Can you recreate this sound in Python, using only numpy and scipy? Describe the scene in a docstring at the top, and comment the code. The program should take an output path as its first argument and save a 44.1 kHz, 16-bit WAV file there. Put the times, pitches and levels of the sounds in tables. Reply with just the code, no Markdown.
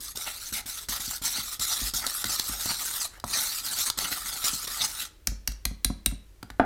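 """A wire whisk scrapes and ticks through flour in a plastic mixing bowl, close by in a small kitchen.
Stick-slip friction excites the wires and the wall, and a gripping wire adds a gliding squeak.
Five raps on the rim follow: the steel loops ring, the bowl rocks and the worktop shudders.
Two light clicks and a dull clunk end the scene as the whisk is put aside."""
import sys
import numpy as np
from scipy import signal
from scipy.fft import rfft, irfft, next_fast_len
from scipy.io import wavfile
from scipy.ndimage import uniform_filter1d, map_coordinates

SR = 44100
rng = np.random.default_rng(int(sys.argv[2]) if len(sys.argv) > 2 else 0)


def materialize(psi):
    """Save the field psi as 16-bit PCM at rate SR to the path in sys.argv[1].

    A 1-D psi becomes a single channel; in a 2-D psi each row is a channel.
    """
    bounded = np.clip(np.atleast_2d(psi).T, -1, 1)
    quanta = np.round(bounded * 32767).astype(np.int16)
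    wavfile.write(sys.argv[1], SR, quanta)


N = 293265


def amp(db):
    """Decibels to amplitude ratio."""
    return 10 ** (np.asarray(db) / 20)


def unit(x):
    """Normalisation to rms 1."""
    return x / np.sqrt(np.mean(x ** 2) + 1e-20)


def along(points, hz):
    """Interpolation of (frequency [Hz], value) points on a logarithmic frequency axis."""
    freqs, values = np.transpose(points)
    return np.interp(np.log(hz + 1), np.log(freqs + 1), values)


def seconds(count):
    """Time axis of count samples."""
    return np.arange(count) / SR


def add(track, s, sound):
    """Superposition: a sound joins the track at time s."""
    part = track[max(round(s * SR), 0):][:len(sound)]
    part += sound[:len(part)]


def wobble(rate):
    """Smooth random modulation: a spline through rate knots a second."""
    knots = rng.standard_normal(int(N * rate / SR) + 4)
    return map_coordinates(knots, [seconds(N) * rate])


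def coloured(x, points):
    """Minimum-phase filtering by a spectrum of (frequency [Hz], level [dB]) points."""
    size = 2 * next_fast_len(len(x) // 2 + 4096)
    gain = amp(along(points, np.fft.rfftfreq(size, 1 / SR)))
    cepstrum = irfft(np.log(gain + 1e-6))
    cepstrum[1:size // 2] *= 2  # folding the cepstrum makes the filter causal
    cepstrum[size // 2 + 1:] = 0
    return irfft(rfft(x, size) * np.exp(rfft(cepstrum)))[:len(x)]


def ring(modes):
    """Free vibration: a sum of damped modes, each struck with random strength and sign."""
    t = seconds(SR // 3)
    strike = amp(rng.standard_normal(len(modes))) * rng.choice([-1, 1], len(modes))
    return sum(gain * amp(db - 60 * t / t60) * np.sin(2 * np.pi * hz * t)
               for gain, (hz, db, t60) in zip(strike, modes))


def chatter(spectrum, hold_s, t60):
    """Contact noise: a filtered burst that holds briefly, then decays exponentially."""
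    t = seconds(SR // 8)
    envelope = amp(-60 * np.maximum(t - hold_s, 0) / t60)
    burst = coloured(rng.standard_normal(len(t)) * envelope, spectrum)
    return burst * np.linalg.norm(envelope) / np.linalg.norm(burst)


# Spectrum of the room noise: (frequency [Hz], spectral level [dB])
ROOM_NOISE = [(15, -12.5), (25, -2), (70, -8), (97, -7.5), (130, -29.5), (161, -17.5), (242, -32.5),
              (301, -20), (796, -33.5), (1400, -34), (2840, -36), (14800, -41), (16000, -57)]
def background(hum_hz=45.0):
    """Ambient noise: a quiet broadband floor and a low, amplitude-modulated hum."""
    hum = amp(-58 + 2.2 * wobble(2.7)) * np.sin(2 * np.pi * hum_hz * seconds(N))
    return hum + amp(-56) * unit(coloured(rng.standard_normal(N), ROOM_NOISE))


# Reverberation time of the kitchen: (frequency [Hz], t60 [s])
ROOM_DECAY = [(100, 0.29), (500, 0.45), (4000, 0.35), (9000, 0.23), (16000, 0.11)]
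def kitchen(x, gap_s=0.0055):
    """Reverberation: convolution with a diffuse tail in which each frequency decays at its own rate."""
    hz, t, spectra = signal.stft(rng.standard_normal(SR // 2), SR, nperseg=256)
    decay = amp(-60 * t / along(ROOM_DECAY, hz)[:, None])
    tail = signal.istft(spectra * decay, SR, nperseg=256)[1]
    tail = np.pad(tail, (round(gap_s * SR), 0))
    return signal.fftconvolve(x, tail / np.linalg.norm(tail))[:N]


# Something heavy set down nearby: (time [s], level [dB])
CLUNK_IMPACT = (6.597, -15)
# Its contact noise: (frequency [Hz], spectral level [dB])
CLUNK_SPECTRUM = [(60, -5), (170, -14), (265, 0.5), (430, -21), (560, -5), (700, 1.5), (1000, -2.5),
                  (1500, -7.5), (2200, -16), (3000, -25), (5000, -40.5), (12000, -49.5)]
# Its resonances: (frequency [Hz], level [dB], t60 [s])
HOLLOW_MODES = [(222, -1, 0.13), (268, 0, 0.13), (650, 2, 0.054), (695, 6, 0.066), (897, 1, .06),
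                (1010, -19, 0.12)]
def clunk():
    """Impact excitation: a dull contact sets low, hollow modes ringing."""
    out = np.zeros(N)
    s, db = CLUNK_IMPACT
    add(out, s, amp(db) * chatter(CLUNK_SPECTRUM, hold_s=0.0048, t60=0.012))
    add(out, s, amp(db - 4) * ring(HOLLOW_MODES))
    return out


# The bowl is jolted or drops on its base: (time [s], level [dB], hardness [dB], worktop level [dB])
BASE_BUMPS = [ (1.078, -35.5, -60, -39), (1.384, -33, -20, -45), (1.816, -30, -15, -27),
              (2.495, -31.5, -15.5, -31), (2.659, -30.5, 6, -52), (3.24, -27.5, 15, -38),
              (4.533, -32, -16, -52), (5.319, -29, -18, -47), (5.711, -28.5, -12, -49),
              (5.902, -20, -4, -50.5), (6.122, -25.5, -13, -50), (6.43, -33, 3, -48), (6.504, -37, -2, -36)]
def jolts(rim_to_base_s=0.004):
    """Structure-borne transmission: landings, bumps and raps all push the bowl; rows as in BASE_BUMPS."""
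    landings = [(s, db, -4, db - 6.5) for s, *_, db in SWEEPS]
    blows = [(s + rim_to_base_s, db - 7, -5, db - 2.6) for s, db, *_ in RIM_RAPS]
    return landings + list(BASE_BUMPS) + blows


def worktop(hz=49.25, t60=0.25, tail_t60=0.82, rise_s=0.0096, lag_s=0.004):
    """Damped oscillation: each jolt starts a low swing of the worktop, with a faint long tail."""
    out, t = np.zeros(N), seconds(SR)
    decay = amp(-60 * t / t60) + amp(-18 - 60 * t / tail_t60)
    swing = np.sin(2 * np.pi * hz * t) * decay * (1 - np.exp(-t / rise_s))
    for s, _, _, db in jolts():
        add(out, s + lag_s, amp(db) * swing)
    return out


# Resonances of the plastic bowl: (frequency [Hz], level [dB], t60 [s])
BOWL_MODES = [(88.7, -1.5, 0.13), (124.6, 2, 0.071), (172.3, -1.5, 0.12), (216.7, -3, 0.15),
              (263.4, 3.5, 0.069), (296, 0, 0.029), (390, -19, 0.12), (560, -2.5, 0.022), (720, -8, 0.076),
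              (993, 2, 0.016), (1126, -7, 0.038), (1283, -11.5, 0.059)]
def rocking_bowl(soft_hz=480):
    """Modal response: the harder a jolt, the more strongly it excites the modes above soft_hz."""
    out = np.zeros(N)
    for s, db, hardness_db, _ in jolts():
        modes = [(hz, mode_db + hardness_db * np.clip(np.log2(hz / soft_hz), 0, 1), t60)
                 for hz, mode_db, t60 in BOWL_MODES]
        add(out, s, amp(db - 10.5) * ring(modes))
    return out


def buzz(hz, width_hz, t60):
    """Line broadening: loops ring against each other, and random phase drift smears their pitch."""
    t = seconds(SR // 3)
    drift = np.cumsum(rng.standard_normal(len(t))) * np.sqrt(2 * np.pi * width_hz / SR)
    return np.sin(2 * np.pi * hz * t + uniform_filter1d(drift, size=24)) * amp(-60 * t / t60)


# Blows on the rim: (time [s], level [dB], loop pitch [Hz], loop gain [dB], zing pitch [Hz], zing gain [dB])
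RIM_RAPS = [ (5.2717, -19.5, 4970, -11, 5990, -0.5), (5.4753, -22, 4700, -4.5, 5830, -4.5),
            (5.6531, -20, 4170, -4.5, 10100, -7.5), (5.8463, -17.5, 4020, -0.5, 9500, -2.5),
            (6.0604, -18, 3840, -1, 8780, 1)]
# Contact noise of steel on the rim: (frequency [Hz], spectral level [dB])
RAP_SPECTRUM = [(300, -20), (1100, -10.5), (1650, -10.5), (2400, -2.5), (4000, -9), (6000, -1),
                (7500, -7.5), (10500, -3.5), (13500, -3), (16000, -16)]
# Resonances of the steel loops: (frequency [Hz], level [dB], t60 [s])
LOOP_MODES = [(1600, 7, 0.063), (2700, -8.5, 0.083), (3060, -14, 0.14), (3790, 0.5, 0.14),
              (4100, -0.5, 0.21), (4870, -4, 0.16), (5770, -18, .12), (6406, -17, .12), (8400, -19, .15),
              (9356, -12, .15), (9674, -10, 0.1), (10980, -10, .15)]
def raps():
    """Selective excitation: the loops clatter on the rim, and where they land sets which of them ring."""
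    out = np.zeros(N)
    for s, db, loop_hz, loop_db, zing_hz, zing_db in RIM_RAPS:
        add(out, s, amp(db) * chatter(RAP_SPECTRUM, hold_s=0.0027, t60=0.0081))
        add(out, s, amp(db - 27) * ring(LOOP_MODES))
        add(out, s, amp(db + loop_db) * buzz(loop_hz, width_hz=230, t60=0.048))
        add(out, s + 0.00064, amp(db + zing_db + 10) * buzz(zing_hz, width_hz=970, t60=0.012))
    return out


# Single wires snap against the wall: (time [s], level [dB], wall knock gain [dB])
WIRE_SNAPS = [ (0.1727, -15.5, -25), (0.8864, -19, -5), (1.597, -16.5, -20), (1.937, -17, -29),
              (2.0656, -8, -19), (2.073, -16, -8.5), (2.242, -10.5, -4), (2.396, -6.5, -15),
              (3.199, -29, -9), (3.2414, -21.5, -19), (3.9, -7, -10), (3.987, -9, -10.5),
              (4.441, -14.5, -14), (4.677, -18.5, -22), (5.5195, -27.5, -11), (6.111, -37, 3.5),
              (6.4283, -27, 2), (6.502, -29.5, 6)]
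# Contact noise of one wire: (frequency [Hz], spectral level [dB])
TICK_SPECTRUM = [(500, -1), (2000, -28.5), (3800, 9), (6000, 2), (8500, 0), (12000, -3), (16000, -6)]
def ticks():
    """Impact transients: a wire flicks the wall, which answers with a short knock."""
    out = np.zeros(N)
    for s, db, knock_db in WIRE_SNAPS:
        add(out, s, amp(db - 12) * chatter(TICK_SPECTRUM, hold_s=0.0022, t60=0.015))
        add(out, s, amp(db + knock_db - 10) * chatter(WALL_SPECTRUM, hold_s=0.00027, t60=0.018))
    return out


def grit(rate, spread_db):
    """Poisson impulses: tiny slips of wire over powder, rate a second, of uneven size; rms 1."""
    slips = rng.random(N) < rate / SR
    return unit(slips * rng.standard_normal(N) * amp(spread_db * rng.standard_normal(N)))


def wall_echo(x, delay_s, travel, reflection):
    """Comb filtering: the curved wall returns the scrape after a delay that wanders as the whisk moves."""
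    lag = delay_s * SR * np.exp(travel * wobble(9))
    return unit(x + reflection * map_coordinates(x, [np.arange(N) - lag], order=3))


def arch(t, start, length):
    """Envelope of a grip: a rise from 0 to 1 and back."""
    return np.sqrt(np.abs(np.sin(np.pi * np.clip((t - start) / length, 0, 1))))


# A wire digs through to the wall, swells and squeaks:
# (time [s], duration [s], wire gain [dB], wall gain [dB], start pitch [Hz], end pitch [Hz])
WIRE_GRIPS = [ (0.248, 0.067, 0.5, 13, 2650, 2320), (0.453, 0.033, 6, 2.5, 5960, 7000),
              (0.57, 0.053, -0.5, 4.5, 2660, 1880), (0.884, 0.043, 0, -10, 9100, 4200),
              (1.248, 0.05, 4.5, 5.5, 6550, 5330), (1.33, 0.11, 2, 7, 5500, 3200),
              (1.608, 0.025, 2.5, 1.5, 7200, 6130), (1.70, 0.047, 4, 5.5, 4130, 4770),
              (1.948, 0.051, 3, -6, 7340, 4600), (2.009, 0.064, -3, 12, 1950, 1600),
              (2.13, 0.083, 3.5, 3, 9500, 10500), (2.284, 0.088, 5.5, 6, 5950, 5030),
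              (2.681, 0.054, 3, 11.5, 4350, 5520), (2.995, 0.072, 5, 6.5, 6800, 8100),
              (3.315, 0.078, 4, 7.5, 5770, 5000), (3.709, 0.039, 2, 4, 9400, 8000),
              (3.775, 0.11, 1.5, -2.5, 5100, 8750), (4.031, 0.041, -0.5, 5.5, 3000, 2600),
              (4.104, 0.051, 4, 4, 2580, 2130), (4.437, 0.068, 7, 6.5, 2340, 2900),
              (4.505, 0.089, 2, -4.5, 6260, 8200), (4.785, 0.092, 9.5, 8, 3200, 7150),
              (4.97, 0.094, 6.5, 5, 2540, 3520), ]
def contact_resonances(x, patchy_db, squeak_db=6.5, width_octaves=0.34):
    """Time-varying resonance: peaks come and go as wires touch the wall; a grip adds a gliding one."""
    hz, t, spectra = signal.stft(x, SR, nperseg=256)
    patches = uniform_filter1d(rng.standard_normal(spectra.shape), size=3, axis=0)
    patches = uniform_filter1d(patches, size=9, axis=1)
    lift_db = patchy_db * unit(patches)
    for start, length, _, _, from_hz, to_hz in WIRE_GRIPS:
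        pitch = from_hz * (to_hz / from_hz) ** np.clip((t - start) / length, 0, 1)
        peak = np.exp(-(np.log2((hz[:, None] + 1) / pitch) / width_octaves) ** 2)
        lift_db += squeak_db * arch(t, start, length) * peak
    gain, power = amp(lift_db), np.mean(np.abs(spectra) ** 2, axis=1)
    gain /= np.sqrt(power @ gain ** 2 / power.sum())  # resonances share out power without adding to it
    return unit(signal.istft(spectra * gain, nperseg=256)[1][:N])


# Sweeps through the flour:
# (start [s], end [s], attack [s], level [dB], fall over the sweep [dB], wall gain [dB], landing bump [dB])
SWEEPS = [ (0.0, 0.107, 0.0067, -37.5, -1.5, -16, -47), (0.151, 0.496, 0.0072, -36.5, 3, -12, -41.5),
          (0.523, 0.585, .004, -30.5, -1, -10, -34), (0.656, 0.838, 0.0065, -36, 2.5, -13, -41),
          (0.885, 0.984, 0.0041, -32.5, 7.5, -7.5, -31), (0.997, 1.163, 0.0077, -33, -1.5, -14.5, -41),
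          (1.216, 1.544, 0.0055, -33, 3.5, -14, -34.5), (1.594, 1.886, 0.0018, -31.5, 1.5, -13.5, -35),
          (1.936, 2.218, 0.0036, -33, 3.5, -12, -31.5), (2.251, 2.557, 0.0032, -33, -1, -12, -30.5),
          (2.576, 3.054, 0.025, -32, 2, -13.5, -50), (3.09, 3.184, 0.029, -54.5, 4, 4.5, -52),
          (3.242, 3.599, 0.091, -31, 4, -13.5, -65), (3.614, 3.877, 0.033, -31, -4, -12, -48),
          (3.972, 4.26, 0.0076, -33, 5, -8.5, -35.5), (4.25, 4.643, 0.04, -33.5, 1.5, -11, -41),
          (4.67, 5.053, 0.0055, -36, 4, -9, -47), ]
def sweep_envelopes(bite_db=0.5, bite_s=0.02, lift_s=0.035, unsteady_db=1.0):
    """Amplitude envelopes of wires and wall: each sweep bites, slides and lifts off, swelling at grips."""
    t, wires, wall = seconds(N), np.zeros(N), np.zeros(N)
    for start, end, attack, db, fall_db, wall_db, _ in SWEEPS:
        touch = np.clip((t - start) / attack, 0, 1) * np.clip(1 - (t - end) / lift_s, 0, 1)
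        on = touch > 0
        age = t[on] - start
        slope_db = fall_db * (age / (end - start) - 0.5)
        gain = touch[on] * amp(db + bite_db * np.exp(-age / bite_s) - slope_db)
        wires[on] += gain
        wall[on] += gain * amp(wall_db)
    for start, length, wires_db, wall_db, _, _ in WIRE_GRIPS:
        on = (t > start) & (t < start + length)
        swell = arch(t[on], start, length) ** 2
        wires[on] *= amp(wires_db * swell)
        wall[on] *= amp(wall_db * swell)
    hand = amp(unsteady_db * wobble(25))
    return hand * wires, hand * wall


# Wire sliding on powdered plastic: (frequency [Hz], spectral level [dB])
SCRAPE_SPECTRUM = [(1200, -26), (2400, -10.5), (3100, -11), (3550, -2.5), (4000, 1.5), (4800, -3),
                   (5600, -1), (6600, -3.5), (8500, -1.5), (10200, -5.5), (11200, -3), (12800, -5),
                   (15100, -9), (16000, -13.5)]
# Response of the bowl's wall: (frequency [Hz], spectral level [dB])
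WALL_SPECTRUM = [(53, -35), (95, -13.5), (160, -15), (290, -6.5), (480, -18), (690, -12.5), (900, -5),
                 (1040, -7), (1340, -0.5), (1600, -7), (1950, -5.5), (2500, -13), (3200, -11), (4500, -57)]
def stirring():
    """Stick-slip friction: slips excite the wires and the wall, more densely in a harder sweep."""
    wire_gain, wall_gain = sweep_envelopes()
    slips_per_s = 6000 * (0.5 + np.minimum(unit(wire_gain), 2))
    judder = amp(1.77 * wobble(80) + 0.75 * wobble(300))  # wires catch and let go
    wires = coloured(grit(slips_per_s, spread_db=0), SCRAPE_SPECTRUM)
    wires = contact_resonances(wires, patchy_db=3.5)
    wires = wall_echo(wires, delay_s=0.0006, travel=0.2, reflection=0.32)
    wall = coloured(grit(slips_per_s / 2, spread_db=2.5), WALL_SPECTRUM)
    wall = contact_resonances(wall, patchy_db=4)
    wall = wall_echo(wall, delay_s=0.0015, travel=0.1, reflection=0.4)
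    return judder * (amp(-1.96) * wire_gain * wires + amp(-1.63) * wall_gain * wall)


def scene():
    """Direct-to-reverberant ratio: the bowl is close and dry, the clunk further off and roomier."""
    near = stirring() + ticks() + raps() + rocking_bowl()
    far = clunk()
    reverberation = kitchen(amp(-13.5) * near + amp(-8.5) * far)
    return (near + far + reverberation + worktop() + background())[None]


def record(dry, top_hz=16000):
    """Band limiting: an ideal low-pass filter removes everything above top_hz."""
    size = next_fast_len(N + SR // 2)
    passband = np.fft.rfftfreq(size, 1 / SR) < top_hz
    return irfft(rfft(dry, size) * passband, size)[..., :N]


dry = scene()
out = record(dry)
materialize(out)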